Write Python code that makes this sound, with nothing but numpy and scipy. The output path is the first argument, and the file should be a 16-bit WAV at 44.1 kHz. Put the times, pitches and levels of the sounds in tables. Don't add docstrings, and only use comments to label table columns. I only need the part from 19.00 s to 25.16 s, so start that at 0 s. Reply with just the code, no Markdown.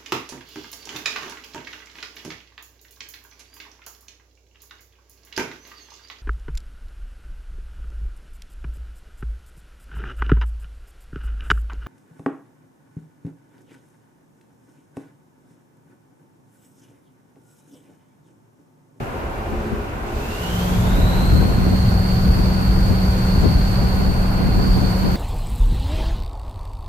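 import sys
import numpy as np
from scipy import signal
from scipy.io import wavfile
from scipy.ndimage import uniform_filter1d

SR = 44100
rng = np.random.default_rng(int(sys.argv[2]) if len(sys.argv) > 2 else 0)


def persist_wave(psi):
    counts = np.round(np.clip(psi, -1, 1) * 32767).astype(np.int16)
    wavfile.write(sys.argv[1], SR, np.atleast_2d(counts).T)


def magnitude_from_level(level_db):
    exponent = np.asarray(level_db, float) / 20
    return 10 ** exponent


N = 271656


def rms_one(x):
    return x / np.sqrt(np.mean(x ** 2) + 1e-20)


def in_time(rows):
    s, *columns = np.transpose(rows)
    return [np.interp(np.arange(N) / SR, s, c) for c in columns]


def at_hz(points, hz):
    table_hz, table_value = np.transpose(points)
    return np.interp(np.log(hz), np.log(table_hz), table_value)


def rise(start_s, length_s):
    x = np.clip((np.arange(N) / SR - start_s) / length_s, 0, 1)
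    return x * x * (3 - 2 * x)


def swell(s, half_s):
    return np.exp(-((np.arange(N) / SR - s) / half_s) ** 2)


def drift(rate_hz):
    hop = 40
    r = np.exp(-2 * np.pi * rate_hz * hop / SR)
    white = rng.standard_normal(N // hop + 2002)
    slow = signal.lfilter([1], [1, -2 * r, r * r], white)[2000:]
    return np.interp(np.arange(N) / hop, np.arange(len(slow)), rms_one(slow))


def butter(x, hz, kind, order=2):
    return signal.sosfilt(signal.butter(order, hz, kind, fs=SR, output="sos"), x)


def bell(x, hz, width_hz, db):
    r = np.exp(-np.pi * width_hz / SR)
    poles = [1, -2 * r * np.cos(2 * np.pi * hz / SR), r * r]
    ring = signal.lfilter(np.array([1, 0, -1]) * (1 - r * r) / 2, poles, x)
    return x + (magnitude_from_level(db) - 1) * ring


def banded_noise(spectrum, patchy_db, count):
    # hz, likeness (-1..1)
    likeness = [(30, 0.98), (130, 0.95), (420, 0.57), (680, 0.33), (860, -0.049), (1380, -0.45),
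                (1750, -0.22), (2150, 0.47), (2800, -0.21), (14000, 0.1)]
    edges_hz = np.geomspace(spectrum[0][0], spectrum[-1][0], count + 1)
    out, together = 0, drift(2.5)
    white = rng.standard_normal((2, 2, N))
    for k, (low_hz, high_hz) in enumerate(zip(edges_hz, edges_hz[1:])):
        mid, side = butter(white[k % 2], [low_hz, high_hz], "band")
        hz = np.sqrt(low_hz * high_hz)
        alike = np.clip(at_hz(likeness, hz), -1, 1)
        flicker_db = patchy_db * (0.42 * together + drift(26.0))
        pair = np.sqrt(1 + alike) * mid + np.sqrt(1 - alike) * side * [[1], [-1]]
        out = out + magnitude_from_level(at_hz(spectrum, hz) + flicker_db) * pair
    return rms_one(out)


def throttle():
    return rise(1.3, 0.25)


def by_load(coast_db, load_db):
    return coast_db + (load_db - coast_db) * rise(1.34, 0.53)


def trim():
    # pitch_hz, width_hz, level_db
    panel_hums = [(220, 6, 0), (350, 8, -3), (412, 8, -2)]
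    # centre_s, level_db, half_length_s
    rough = [
        (0.63, -29.5, 0.21),
        (1.186, -32.5, 0.15),
        (1.6, -34.5, .25),
    ]
    calm_db, fade_db_per_s = -46.5, 6
    t, (last_s, last_db, _) = np.arange(N) / SR, rough[-1]
    settling = np.where(t > last_s, magnitude_from_level(last_db - fade_db_per_s * (t - last_s)), magnitude_from_level(calm_db))
    shake = np.maximum(settling, sum(magnitude_from_level(db) * swell(s, half_s) for s, db, half_s in rough))
    push = rng.standard_normal(N)
    hum = sum(magnitude_from_level(db) * rms_one(bell(push, hz, width_hz, 6.0) - push) for hz, width_hz, db in panel_hums)
    return shake * rms_one(hum)


def cab_boom():
    # hz, density_db per Hz
    boom_spectrum = [(18, -6), (30, -0.5), (55, 4.5), (75, -7.5), (110, -1), (150, -14.5), (250, -11.5),
                     (320, -42), (500, -40)]
    # centre_s, boom_change_db, half_length_s
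    jolts = [(0.0, 16, 0.023), (0.152, -9, 0.045), (0.6, 3, .12), (1.18, 5, .06), (1.877, 4, 0.078),
             (2.047, 8, 0.025), (2.3, 3.5, 0.11), (2.863, 4.5, 0.12), (3.28, 6.5, 0.056), (3.7, 4.5, 0.065),
             (4.0, 1.5, 0.31), (4.375, 5.5, 0.044), (4.6, 2, 0.23), (5.19, 1.5, .06), (5.616, 2, 0.13)]
    boom_db = by_load(-31.0, -18.0) + sum(db * swell(s, half_s) for s, db, half_s in jolts)
    boom = magnitude_from_level(boom_db) * banded_noise(boom_spectrum, patchy_db=1.2, count=9)
    coasting = magnitude_from_level(2.0) * bell(boom, 76.0, 115.0, -3.0)
    opening = throttle()
    return opening * boom + (1 - opening) * coasting


def panel_wash():
    # hz, density_db per Hz
    wash_spectrum = [(60, 4.5), (110, -2.5), (150, -12), (230, -5), (420, -5), (770, -8.5), (1350, -14),
                     (1900, -19.5), (2450, -20.5), (2900, -26), (3500, -40), (5500, -42), (10000, -39.5),
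                     (15000, -59)]
    # pitch_hz, width_hz, gain_db
    panels = [(562, 16, 2), (768, 37, 5.5), (947, 35, 2), (1036, 68, 5), (1457, 130, 6.5)]
    surge_db = 1.2 * swell(2.1, 0.4)
    wash_db = by_load(-34, -32.0) + surge_db
    wash = banded_noise(wash_spectrum, patchy_db=0.95, count=20)
    for hz, width_hz, db in panels:
        wash = bell(wash, hz, width_hz, db)
    return magnitude_from_level(wash_db + 5.5) * rms_one(wash)


def intake():
    # hz, density_db per Hz
    hiss_spectrum = [(1500, 8), (2500, 1), (3600, 6), (5000, -2), (7000, 1.5), (9000, -4), (11500, -3.5),
                     (14500, 0.5)]
    start_s, rise_s, settle_s = 1.01, 0.65, 0.45
    shut_db, peak_db, steady_db = -59.5, -45.5, -49.5
    after_s = np.maximum(np.arange(N) / SR - start_s - rise_s, 0)
    open_db = steady_db + (peak_db - steady_db) * np.exp(-after_s / settle_s)
    open_db = open_db - 2.5 * swell(5.32, 0.27)
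    hiss_db = shut_db + (open_db - shut_db) * rise(start_s, rise_s) ** 0.4
    gate = np.clip((hiss_db + 67.0) / 6, 0, 1)
    return magnitude_from_level(hiss_db + 11.0) * gate * banded_noise(hiss_spectrum, patchy_db=0.86, count=8)


def wind():
    # centre_s, buffet_db, half_length_s, left_minus_right_db
    gust_table = [(0.1, -41, .2, -2), (0.576, -41, 0.092, 9), (0.798, -38, .07, 8), (1.0, -42, .07, -1),
                  (1.52, -42, 0.091, 0), (1.801, -33, .15, -4), (2.13, -31.5, 0.15, -2),
                  (2.401, -18.5, 0.088, 14), (2.62, -21, 0.095, 3), (3.1, -35, 0.05, -9),
                  (3.41, -25.5, 0.095, 15), (3.603, -30, 0.068, -3), (3.899, -28.5, 0.075, 13),
                  (4.487, -22, 0.11, 13), (4.803, -27, .07, 1), (5.034, -26.5, 0.094, 3),
                  (5.423, -21, 0.057, 2), (5.583, -19, .07, -6), (5.807, -25.5, 0.086, 6),
                  (6.06, -24.5, .13, 4)]
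    # centre_s, flutter_db, thump_over_flutter_db, left_minus_right_db
    puffs = [(0.528, -29, 4, 6), (0.734, -32.5, 11.5, 6), (1.994, -27, 3, -7.2), (2.233, -32, 2, 0),
             (2.35, -20.5, 2, 16), (2.418, -25, 2, 13), (2.673, -22, -3, -13.1), (2.736, -20.5, -2, -0.5),
             (3.397, -28, 1, 13.6), (3.497, -31, -9, 6), (3.619, -46, -7, 9), (3.776, -27.5, 4, 6),
             (3.912, -38, 21, 11), (4.45, -14.5, 0, 24), (4.853, -30.0, 0, -2.8), (5.087, -33, 15, 10),
             (5.469, -36, 21, 21), (5.597, -34, 10, 10), (5.696, -35, 8, 3), (5.775, -32, 14, 0),
             (5.833, -25, 5, 13), (6.06, -25.5, 9, 7)]
    calm = magnitude_from_level(by_load(-57, -35.5))
    t, out = np.arange(N) / SR, []
    for side in (1, -1):
        low = rms_one(butter(rng.standard_normal(N), [45, 190], "band"))
        high = butter(rng.standard_normal(N), [170, 330], "band", order=1)
        high = rms_one(butter(high, 720, "low"))
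        flutter, thump = np.zeros((2, N))
        for s, db, thump_db, lean_db in puffs:
            near = slice(max(int((s - .12) * SR), 0), int((s + .12) * SR))
            slap_db = db - 0.5 + min(0.96 * side * lean_db, 2.5)
            slap = magnitude_from_level(slap_db) * np.exp(-((t[near] - s) / 0.018) ** 2)
            flutter[near] += slap
            thump[near] += slap * magnitude_from_level(thump_db)
        gusts = sum(magnitude_from_level(db + 0.29 * side * pan_db) * swell(s, half_s) for s, db, half_s, pan_db in gust_table)
        lumps = (calm + gusts) * magnitude_from_level(0.5 + 2.4 * drift(13.0))
        out.append((lumps + thump) * low + (magnitude_from_level(-18) * lumps + flutter) * high)
    return np.array(out)


def engine():
    # time_s, firing_hz, drone_db
    firing = [(1.2, 172.8, -33), (1.5, 175.7, -29.5), (1.65, 180.5, -26), (2, 186.1, -24), (2.3, 188, -25),
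              (3, 186.3, -23), (4, 187.1, -24.5), (5.5, 188.2, -27), (6.16, 187.9, -25.5)]
    # multiple of the eight-firing cycle, level_db
    orders = [(2.5, -9), (4, -7.5), (5, -3.5), (6, -17), (7, -9), (8, 1.5)]
    firing_hz, drone_db = in_time(firing)
    cycle = 2 * np.pi * np.cumsum(firing_hz * (1 + .002 * drift(3.0))) / (8 * SR)
    lines = 0
    for k, db in orders:
        lines = lines + magnitude_from_level(db + 1.43 * drift(7.4)) * np.sin(k * cycle + rng.uniform(0, 2 * np.pi))
    lean = magnitude_from_level(np.array([[.4], [-.4]]))
    return np.sqrt(2) * throttle() * magnitude_from_level(drone_db) * lines * lean


def turbo():
    # time_s, whistle_hz, whistle_db
    spool = [(0, 2411, -62), (1.1, 2447, -55), (1.3, 2680, -43.5), (1.52, 3010, -39), (1.7, 3227, -42.5),
             (1.85, 3574, -47.5), (2.02, 3883, -40), (2.3, 4180, -35.5), (2.6, 4334, -41), (2.8, 4393, -37),
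             (3.25, 4476, -37), (4.2, 4463, -38), (4.5, 4440, -35), (5.3, 4448, -39.5), (5.75, 4479, -35.5),
             (6.16, 4437, -38.5)]
    # multiple, level_db, half_width_hz, left_minus_right_db
    partials = [
        (1, 0, 132, -4.5),
        (1.025, -4.5, 292, 0),
        (1.97, -15, 340, 5.5),
        (3, -14.5, 1000, 4.5),
    ]
    # whistle_hz, level_db
    shrill = [(2420, -59), (2850, -42), (3250, -37), (4190, -32), (4340, -36.5), (4480, -37)]
    whistle_hz, whistle_db = in_time(spool)
    whistle_hz = uniform_filter1d(whistle_hz, size=SR // 5)
    shrill_db = at_hz(shrill, whistle_hz)
    spin = whistle_hz / whistle_hz.max()
    turn = 2 * np.pi * np.cumsum(whistle_hz * (1 + .005 * drift(15.14))) / SR
    churn = np.cumsum(spin ** 1.25)
    out = 0
    for k, db, half_hz, pan_db in partials:
        is_whistle = k < 1.5
        eddies = butter(rng.standard_normal((4, N)), half_hz, "low")
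        if is_whistle:
            eddies = [np.interp(churn, np.arange(N), e) for e in eddies]
        a, b = np.reshape(eddies, (2, 2, N))
        tone = rms_one(a * np.cos(k * turn) + b * np.sin(k * turn))
        level_db = whistle_db if is_whistle else shrill_db
        pan = magnitude_from_level(pan_db / 2 * np.array([[1], [-1]]))
        out = out + magnitude_from_level(level_db + db + 0.87 * drift(20.0)) * tone * pan
    return magnitude_from_level(0.5) * out


def scene():
    return trim() + cab_boom() + panel_wash() + intake() + wind() + engine() + turbo()


def band_limit(x):
    return signal.sosfilt(signal.butter(12, 15220, fs=SR, output="sos"), x)


def record(dry):
    # centre_hz, width_hz, gain_db
    port_dips = [
        [(7350, 2600, -5.5), (7700, 750, -13), (10340, 1100, -2)],
        [(9400, 1200, -6), (10100, 1100, -12), (10600, 1400, -14)],
    ]
    headroom, cutoff_hz = .9, 14490
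    rounded = headroom * np.tanh(butter(dry, 17.5, "high") / headroom)
    ports = []
    for x, dips in zip(rounded, port_dips):
        for hz, width_hz, db in dips:
            x = bell(x, hz, width_hz, db)
        ports.append(x)
    top_cut = signal.ellip(10, .5, 70, cutoff_hz, fs=SR, output="sos")
    return band_limit(signal.sosfilt(top_cut, np.array(ports)))


dry = scene()
out = record(dry)
persist_wave(out)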